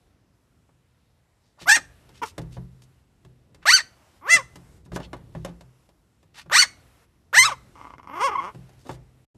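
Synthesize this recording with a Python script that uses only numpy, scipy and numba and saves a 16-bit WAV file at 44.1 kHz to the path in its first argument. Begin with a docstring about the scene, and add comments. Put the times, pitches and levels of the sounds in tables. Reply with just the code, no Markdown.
"""In a small hard-walled room with a faint hush, a puppy close to a phone thumps and scuffs a papered board.
It yaps and grunts, then yaps on amid busier paws; after the last yap come low growls with sharp snaps,
a rising and falling whine with two brief breaks to a much higher pitch, a closing growl, late thumps and
a brief silence. Voice: vocal-fold pulses and breath through sliding resonances. Paws: noise bursts and
decaying sines. Scuffs and hush: band-passed noise. All but the hush gets near echoes and a reverb tail."""
import sys
import numpy as np
from scipy import signal
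from scipy.io import wavfile
from scipy.ndimage import uniform_filter1d, minimum_filter1d
from numba import njit

SR = 44100
rng = np.random.default_rng(int(sys.argv[2]) if len(sys.argv) > 2 else 0)


def int16_out(signal):
    """Quantize to a 16-bit WAV file."""
    q = np.round(np.clip(np.atleast_2d(signal).T, -1, 1) * 32767)
    wavfile.write(sys.argv[1], SR, q.astype(np.int16))


N = 413292

SILENCE_START_S, SILENCE_END_S = 9.253, 9.343
# treble of the hush: resting level, and its rise with the loudest sound of the last moment
HUSH_TREBLE_DB, RISE_DB, RISE_FROM_DB, RISE_FULL_DB, RISE_HOLD_S = -73, 10, -39, -16, 0.413
ROOM_T60_S, ROOM_DB = 0.37, -21.5  # decay of the duller part; energy of the whole tail beside the direct sound
TOP_HZ = 14150  # nothing is kept above this

LINES_TOP_HZ = 10370  # overtones of the voice stop here; hiss alone above
# that hiss beside the treble level, strongest at the start of a call; width is for each filter pass
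AIR_DB, AIR_FADE_DB_PER_S, AIR_HZ, AIR_WIDTH_HZ = -28.5, 69.5, 11800, 2200
SWELL_RASP = 0.35  # extra rasp while a call swells
# below its loudest moment a call gets rougher and duller, per dB: (while swelling, while fading)
ROUGH_PER_DB, DULL_DB_PER_DB = (0.004, 0.009), (0.8, 0.26)
SHUT_ROUGH_PER_DB, SHUT_DULL_DB_PER_DB = (0.018, 0.02), (0.9, 1.4)  # mouth nearly shut
SHUT_OPENING = 0.059  # mouth opening in whines and growls, 0-1
GROWL_HZ, GROWL_ROUGH, GROWL_TREBLE_DB = 164, 0.45, -4.5


def undb(db):
    """Gain of a level in dB."""
    return 10 ** (np.asarray(db) / 20)


def unit(x):
    """Scaled to rms 1."""
    return x / np.sqrt(np.mean(x ** 2))


@njit
def svf(x, hz, width):
    """State-variable band-pass with moving centre and width, gain 1 at the centre."""
    y, b, l = np.empty(len(x)), 0., 0.  # output, band state, low state
    for i in range(len(x)):
        g, k = np.tan(np.pi * hz[i] / SR), width[i] / hz[i]
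        v = (b + g * (x[i] - l)) / (1 + g * (g + k))
        b, l, y[i] = 2 * v - b, l + 2 * g * v, k * v
    return y


def band(x, hz, width):
    """Steep band-pass: the filter applied twice, each pass with the given width."""
    hz, width = hz + np.zeros(len(x)), width + np.zeros(len(x))
    return svf(svf(x, hz, width), hz, width)


def walk(count, rate):
    """Smooth random wander, about rate turns a second, rms 1."""
    k = max(int(SR / rate), 1)
    return unit(uniform_filter1d(uniform_filter1d(rng.standard_normal(count), k), k))


def add(out, s, x):
    """Mixes x into out from time s."""
    i = int(s * SR)
    out[i:i + len(x)] += x[:len(out) - i]


def hush(near):
    """Noise bands half an octave apart that flicker; the bass swells slowly, the treble rises after loud sounds."""
    # spectrum of the hush, bass and treble later levelled apart: centre_hz, level_db_per_hz
    spectrum = [(15, -43), (25, -15), (65, 0.5), (155, -6), (192, -18), (237, -11.5), (485, -20.5),
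                (966, -26.5), (4730, -36.5), (14000, -39.5)]
    # bass of the hush, higher while the puppy moves about: time_s, level_db
    bass_curve = [(0.0, -63.5), (1.35, -67), (1.78, -61), (2.39, -54), (2.55, -49.5), (3.0, -63.5),
                  (3.72, -54.5), (4.05, -63.5), (4.97, -50), (5.07, -50), (5.43, -49), (5.76, -63),
                  (6.19, -64.5), (6.68, -54), (7.13, -63), (7.44, -56), (9.05, -57), (9.15, -59.5)]
    t = np.arange(N) / SR
    tone_hz, tone_db = np.transpose(spectrum)
    bass, treble = 0, 0
    for hz in 30 * 2 ** np.arange(0, 9.1, 0.5):
        level_db = np.interp(np.log(hz), np.log(tone_hz), tone_db)
        x = band(rng.standard_normal(N), hz, hz / 2) * undb(level_db)
        x *= undb(1.5 * walk(N, 6))  # flicker
        treble_share = np.clip(np.log2(hz / 250) / 2, 0, 1)  # crossover from 250 to 1000 Hz
        bass = bass + (1 - treble_share) * x
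        treble = treble + treble_share * x

    # loudest level over the hold time just past, so the rise drops back at once when that runs out
    hold = 2 * int(RISE_HOLD_S * SR / 2)
    loud_db = 10 * np.log10(np.abs(uniform_filter1d(near ** 2, size=441)) + 1e-12)
    padded = np.r_[np.zeros(hold) + 120, -loud_db]
    recent_db = -minimum_filter1d(padded, hold)[hold // 2:][:N]
    rise = np.clip((recent_db - RISE_FROM_DB) / (RISE_FULL_DB - RISE_FROM_DB), 0, 1)
    rise = uniform_filter1d(rise, size=441)
    bass_db = np.interp(t, *np.transpose(bass_curve))
    return unit(bass) * undb(bass_db) + unit(treble) * undb(HUSH_TREBLE_DB + RISE_DB * rise)


def room(x):
    """A few near echoes, then dense decaying reflections, duller as they fade."""
    # first echoes from the board and the near wall: delay_s, level_db
    first_echoes = [(.0011, -15.5), (.0034, -13), (.0071, -13), (0.0113, -11.5)]
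    t = np.arange(int(0.7 * SR)) / SR
    noise = rng.standard_normal(len(t))
    dull = band(noise, 1100, 3700)
    dull_tail = dull * 1000 ** (-t / ROOM_T60_S)
    rest_tail = 2.0 * (noise - dull) * 1000 ** (-t / (0.7 * ROOM_T60_S))  # the rest dies sooner
    tail = (dull_tail + rest_tail) * np.clip(t / 0.01, 0, 1)
    response = undb(ROOM_DB) * tail / np.sqrt(np.sum(tail ** 2))
    response[0] = 1  # direct sound
    for s, db in first_echoes:
        response[int(s * SR)] += undb(db)
    return signal.fftconvolve(x, response)[:N]


def scuffs():
    """Fur and paws sliding over the paper: grainy friction noise that swells and fades."""
    # slides: start_s, length_s, level_db (before the grain and swell), centre_hz, width_hz (each filter pass)
    slides = [(1.371, 0.19, -77, 4660, 3990), (1.57, 0.043, -56.5, 900, 705),
              (1.584, 0.075, -48, 3000, 5500), (2.133, 0.088, -58, 3000, 6060),
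              (2.214, 0.11, -49, 4000, 9000), (2.495, 0.092, -59.5, 3560, 6980),
              (2.816, 0.037, -62.5, 6000, 9000), (3.616, 0.038, -56, 1500, 1990),
              (4.841, 0.03, -67, 4900, 9080), (4.923, 0.052, -52, 4000, 9000),
              (5.01, 0.063, -48.5, 3240, 3000), (5.298, 0.2, -69.5, 3520, 6000),
              (5.457, 0.054, -58.5, 2500, 3980), (6.336, 0.1, -46, 1970, 5000),
              (8.77, 0.083, -65, 4940, 9020), (8.833, 0.14, -55, 3990, 9020),
              (8.844, 0.054, -44.5, 398, 500)]
    out = np.zeros(N)
    for s, length, db, hz, width in slides:
        n = int(length * SR)
        grains = np.hanning(n) ** 0.7 * undb(3 * walk(n, 300))
        friction = unit(band(rng.standard_normal(n), hz, width))
        add(out, s, undb(db) * grains * friction)
    return out


def paws():
    """A claw tick, a dull slap of the pad and the ring of the board, struck at a new spot each time."""
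    # paws landing, gains of the three parts: start_s, claw_tick_db, pad_slap_db, board_thump_db
    landings = [(0.69, -84, -58.5, -64), (1.613, -50, -43, -46), (1.767, -60, -31, -50.5),
                (2.09, -51.5, -50.5, -58), (2.379, -34.5, -28, -33.5), (2.415, -47, -61, -40),
                (2.567, -63, -38.5, -36), (2.819, -49, -63, -60), (3.248, -55, -52, -49),
                (3.545, -48.5, -49.5, -63), (4.346, -60, -30.5, -43.5), (4.556, -39.5, -42, -48.5),
                (4.859, -60.5, -50, -51), (4.918, -49, -34.5, -32.5), (4.959, -30, -23, -49),
                (5.0, -47.5, -31, -42), (5.13, -41.5, -28.5, -40.5), (5.165, -55, -68, -59),
                (5.349, -55, -34, -34.5), (5.447, -32.5, -26, -40), (5.481, -56, -45, -45),
                (5.608, -46.5, -46.5, -56), (5.889, -57.5, -55.5, -64), (6.228, -58.5, -56.5, -64),
                (6.459, -64.5, -50, -47), (7.365, -59, -42, -41), (8.546, -52, -43, -42.5),
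                (8.691, -54, -53, -59), (8.731, -60, -59, -67), (8.892, -63, -27.5, -38),
                (9.345, -69.5, -64, -53.5)]
    # modes of the hollow board, before the scatter of each strike: pitch_hz, level_db, t60_s
    modes = [(50, -12, 0.9), (63.6, -7.5, 0.75), (127.8, 1, 0.75), (165, 0.5, 0.4), (210, -7, 0.33),
             (242, -6.5, 0.05), (327, -6, 0.2), (365, -6.5, 0.28), (410, -9.5, 0.27), (570, -9.5, 0.065)]
    out = np.zeros(N)
    t = np.arange(int(0.6 * SR)) / SR
    contact = np.clip(t / 0.0025, 0, 1)
    answer = 1 - np.exp(-t / 0.004)  # the board takes a few milliseconds to answer the soft pad
    for s, tick_db, slap_db, thump_db in landings:
        noise = rng.standard_normal((2, len(t)))
        tick = unit(band(noise[0], 3000, 9000)) * (np.exp(-t / 0.004) + 0.08 * np.exp(-t / 0.015))
        slap = unit(band(noise[1], 350, 750)) * (np.exp(-t / 0.007) + 0.2 * np.exp(-t / 0.04))
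        # the new spot shifts the level and pitch of every mode
        spot = rng.standard_normal((len(modes), 2))
        gains, detune = undb(2.5 * spot[:, 0]), 1 + 0.04 * spot[:, 1]
        ring = np.zeros(len(t))
        for (hz, db, t60), gain, shift in zip(modes, gains, detune):
            ring += gain * undb(db) * np.sin(2 * np.pi * hz * shift * t) * 1000 ** (-t / t60)
        strike = contact * (undb(tick_db) * tick + undb(slap_db) * slap)
        add(out, s, strike + answer * undb(thump_db) * ring)
    return out


def throat(source, opening, bite_db=0):
    """Throat and mouth resonances that slide upward as the mouth opens; neighbours alternate in sign."""
    # resonances, mouth shut and open (width for each filter pass, levels before any bite):
    # shut_hz, open_hz, shut_width_hz, open_width_hz, shut_db, open_db
    resonances = [(270, 1500, 420, 2180, -11, -12.5), (1048, 2040, 360, 550, -0.5, 4),
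                  (2120, 3100, 310, 2100, -13.5, -19.5), (2740, 4550, 670, 490, -22, -5.5),
                  (3100, 6200, 370, 1600, -22.5, -8.5), (5280, 8600, 2400, 1300, -25, -13),
                  (9000, 9300, 1600, 6700, -33, -25.5)]
    out = 0
    for k, row in enumerate(resonances):
        hz, width, db = (shut + (wide - shut) * opening for shut, wide in np.reshape(row, (3, 2)))
        if k == 3:  # the fourth gives the bite
            db = db + bite_db
        out = out + (-1) ** k * undb(db) * band(source, hz, width)
    return out


def call(treble_db, rough, s, hz, db, opening, rough_per_db, dull_per_db, bite_db=0):
    """Vocal-fold pulses, uneven in time and size when rough, with breath noise, through the throat."""
    t = np.arange(s[0], s[-1], 1 / SR)
    n = len(t)
    # smooth curves of pitch, level and mouth opening
    hz, db, opening = (uniform_filter1d(np.interp(t, s, c + 0 * s), 260, mode="nearest")
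                       for c in (hz, db, opening))
    drop = db.max() - db  # dB below the loudest moment
    fading = (t > t[db.argmax()]).astype(int)
    rough = np.clip(rough + np.take(rough_per_db, fading) * drop, 0, 1)
    air_db = AIR_DB + treble_db - AIR_FADE_DB_PER_S * (t - s[0])
    treble_db = treble_db - np.take(dull_per_db, fading) * drop

    # a pulse in the middle of each cycle, from all overtones below the top
    cycles = np.cumsum(hz * (1 + 0.15 * rough * walk(n, 250))) / SR
    k = np.arange(1, int(LINES_TOP_HZ / hz.min()) + 1)[:, None]
    overtone_gain = np.clip((LINES_TOP_HZ - k * hz) / 1000, 0, 1)
    pulses = (np.cos(2 * np.pi * k * (cycles - 0.5)) * overtone_gain).sum(0)
    cycle_db = 4 * rough * rng.standard_normal(n)[cycles.astype(int)]  # one draw for each cycle
    size = undb(cycle_db + 9 * rough * walk(n, 90))
    noise_gain = np.sqrt(7500 / hz)
    breath = 1.5 * rough * noise_gain * rng.standard_normal(n)
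    source = size * pulses + breath

    # harder closure adds treble, where turbulence also rasps more
    low = signal.filtfilt(*signal.butter(2, 2800, fs=SR), source)
    rasp_gain = 0.05 + 1.5 * rough + SWELL_RASP * np.clip(drop / 8, 0, 1) * (1 - fading)
    rasp = size * noise_gain * band(rng.standard_normal(n), 7000, 9000) * rasp_gain
    excitation = low + undb(treble_db) * (source - low + rasp)
    voice = throat(excitation, np.clip(opening, 0, 1.2), bite_db)
    air = unit(band(rng.standard_normal(n), AIR_HZ, AIR_WIDTH_HZ)) * undb(air_db)

    # level the voice by its running rms, so that the level curve sets the loudness
    strength = np.sqrt(uniform_filter1d(voice ** 2, 1000, mode="reflect"))
    edge = np.clip(np.minimum((t - s[0]) / 0.0012, (s[-1] - t) / 0.0024), 0, 1)
    return (voice / strength + air) * undb(db) * edge


def snaps():
    """Lone strong vocal-fold snaps inside the growl: a short pulse rings the shut mouth."""
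    # snaps: start_s, peak_db
    snap_list = [(7.798, -44), (7.813, -30.5), (7.845, -32.5), (7.852, -31), (7.87, -33.5), (7.905, -32),
                 (7.938, -31), (7.982, -34.5), (7.998, -35), (8.073, -31.5), (8.098, -28)]
    out = np.zeros(N)
    snap = throat(np.r_[np.hanning(12), np.zeros(800)], np.zeros(812))
    snap = snap / np.abs(snap).max()
    for s, db in snap_list:
        add(out, s, undb(db) * snap)
    return out


def growls():
    """Low creaky calls before the whine, rough pulses at one pitch, each fading from its start."""
    # growls: start_s, length_s, level_db, fade_db (change by the end)
    growl_list = [(7.752, 0.21, -50, -3.5), (7.98, 0.039, -44, -19), (8.028, .038, -50, -7),
                  (8.071, .022, -47, -4)]
    out = np.zeros(N)
    for s, length, db, fade_db in growl_list:
        span, level_db = np.array([0, length]), np.array([db, db + fade_db])
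        growl = call(GROWL_TREBLE_DB, GROWL_ROUGH, span, GROWL_HZ, level_db,
                     SHUT_OPENING, SHUT_ROUGH_PER_DB, SHUT_DULL_DB_PER_DB)
        add(out, s, growl)
    return out


def whines():
    """Calls through the nearly shut mouth, which keeps the resonances low and still."""
    # a grunt, the whine that rises and falls, two brief breaks up to a much higher pitch, a closing growl:
    # treble_db, roughness_0_1 (both at the loudest moment), curve of (time_s, pitch_hz, level_db)
    whine_list = [ (-4, .2, [(2.216, 533, -35.5), (2.223, 479, -29.5), (2.239, 438, -22.5),
                  (2.25, 433, -41), (2.28, 437, -50)]), (1.5, 0.036, [(8.085, 247.5, -46.5),
                  (8.125, 273.8, -40), (8.16, 330.7, -33), (8.198, 387, -30.5), (8.21, 416, -24),
                  (8.228, 483, -22), (8.242, 553, -19), (8.262, 552, -18), (8.28, 482, -23.5),
                  (8.295, 425, -27), (8.305, 420, -33.5), (8.335, 402, -29), (8.352, 402, -33)]),
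                  (-19, .12, [(8.349, 1014, -34), (8.358, 1032, -19.5), (8.362, 1026, -20),
                  (8.367, 1050, -36)]), (-24, 0.088, [(8.368, 1073, -40.5), (8.376, 1073, -32),
                  (8.381, 1085, -26), (8.394, 1090, -20), (8.404, 974, -27)]),
                  (-7, 0.152, [(8.345, 188.3, -43), (8.408, 164, -37.5), (8.45, 180.4, -33),
                  (8.495, 224.6, -38), (8.52, 198.3, -56)]), ]
    out = np.zeros(N)
    for treble_db, rough, curve in whine_list:
        s, hz, db = np.transpose(curve)
        whine = call(treble_db, rough, s, hz, db, SHUT_OPENING, SHUT_ROUGH_PER_DB, SHUT_DULL_DB_PER_DB)
        add(out, s[0], whine)
    return out


def yaps():
    """Short loud calls whose resonances slide as the mouth opens and closes."""
    # yaps: treble_db, bite_db, roughness_0_1 (treble and roughness at the loudest moment),
    # curve of (time_s, pitch_hz, level_db, mouth_opening_0_1)
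    yap_list = [ (6, -7, 0.13, [(1.657, 621, -44, 0), (1.673, 666.3, -23, 0), (1.697, 856, -9, 0.78),
                (1.706, 784.5, -11.5, 0.59), (1.717, 857, -9, 0.84), (1.742, 936, -18, 0.92),
                (1.756, 872, -15, 1), (1.77, 719, -21.5, 0.83), (1.79, 573, -38.5, 0.6)]),
                (4.5, 4.5, .08, [(3.654, 520, -25.5, 0), (3.67, 693.4, -18.5, 0.74),
                (3.695, 952, -10, 0.87), (3.712, 1176, -13, 0.98), (3.727, 1471, -14, 0.75),
                (3.74, 1499, -7, .99), (3.757, 1601, -14, 1), (3.772, 1414, -17, 0.92),
                (3.79, 974, -26.5, 0.97), (3.812, 595, -29.5, 0.63)]),
                (4, -8.5, .02, [(4.21, 245, -57, 0.08), (4.262, 391.4, -36, 0.03), (4.285, 553, -27, 0.42),
                (4.305, 665, -16, 1), (4.34, 683.2, -8.5, 1), (4.362, 661, -15.5, .86),
                (4.38, 604, -29, 0.3), (4.398, 516, -29.5, 0.05), (4.42, 461, -48, 0.2)]),
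                (6, 1.5, 0.17, [(6.497, 327.6, -36, 0.5), (6.508, 369.8, -43, .1), (6.516, 430, -25, 0.16),
                (6.533, 644, -20, 0.74), (6.553, 928, -12, 0.88), (6.577, 1343, -12.5, 0.78),
                (6.6, 1541, -9.5, 1), (6.616, 1430, -15.5, 1), (6.627, 1047, -11.5, .98),
                (6.641, 730, -27.5, 0.7), (6.658, 503, -41, 0.43)]),
                (5.5, 0, .02, [(7.328, 419.6, -30.5, 0.17), (7.35, 639, -16.5, 0.81),
                (7.362, 787, -15.5, 0.8), (7.39, 1025, -5.5, 0.91), (7.432, 1053, -14.5, 0.85),
                (7.443, 1200, -19, 0.6), (7.46, 1326, -14.5, 0.63), (7.48, 1155, -26, 0.3),
                (7.498, 793, -25, 0.03), (7.506, 714, -34.5, 0.35), (7.525, 532, -26, 0.07),
                (7.547, 426, -49, 0)]), ]
    out = np.zeros(N)
    for treble_db, bite_db, rough, curve in yap_list:
        s, hz, db, opening = np.transpose(curve)
        yap = call(treble_db, rough, s, hz, db, opening, ROUGH_PER_DB, DULL_DB_PER_DB, bite_db)
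        add(out, s[0], yap)
    return out


def puppy():
    """The whole voice: snaps, growls, whines and yaps from one throat."""
    return snaps() + growls() + whines() + yaps()


def scene():
    """Everything in the room, with the short silence near the end."""
    t = np.arange(N) / SR
    heard = np.clip(np.maximum(SILENCE_START_S - t, t - SILENCE_END_S) / 0.0061, 0, 1)
    near = scuffs() + paws() + puppy()
    return ((hush(near) + room(near)) * heard)[None]


def record(dry):
    """The phone rounds the peaks, thins the deep bass and cuts the top."""
    rounded = 0.86 * np.tanh(dry / 0.86)
    thin = signal.sosfilt(signal.butter(3, 36, "high", fs=SR, output="sos"), rounded)
    return signal.sosfilt(signal.ellip(12, 0.2, 100, TOP_HZ, fs=SR, output="sos"), thin)


dry = scene()
out = record(dry)
int16_out(out)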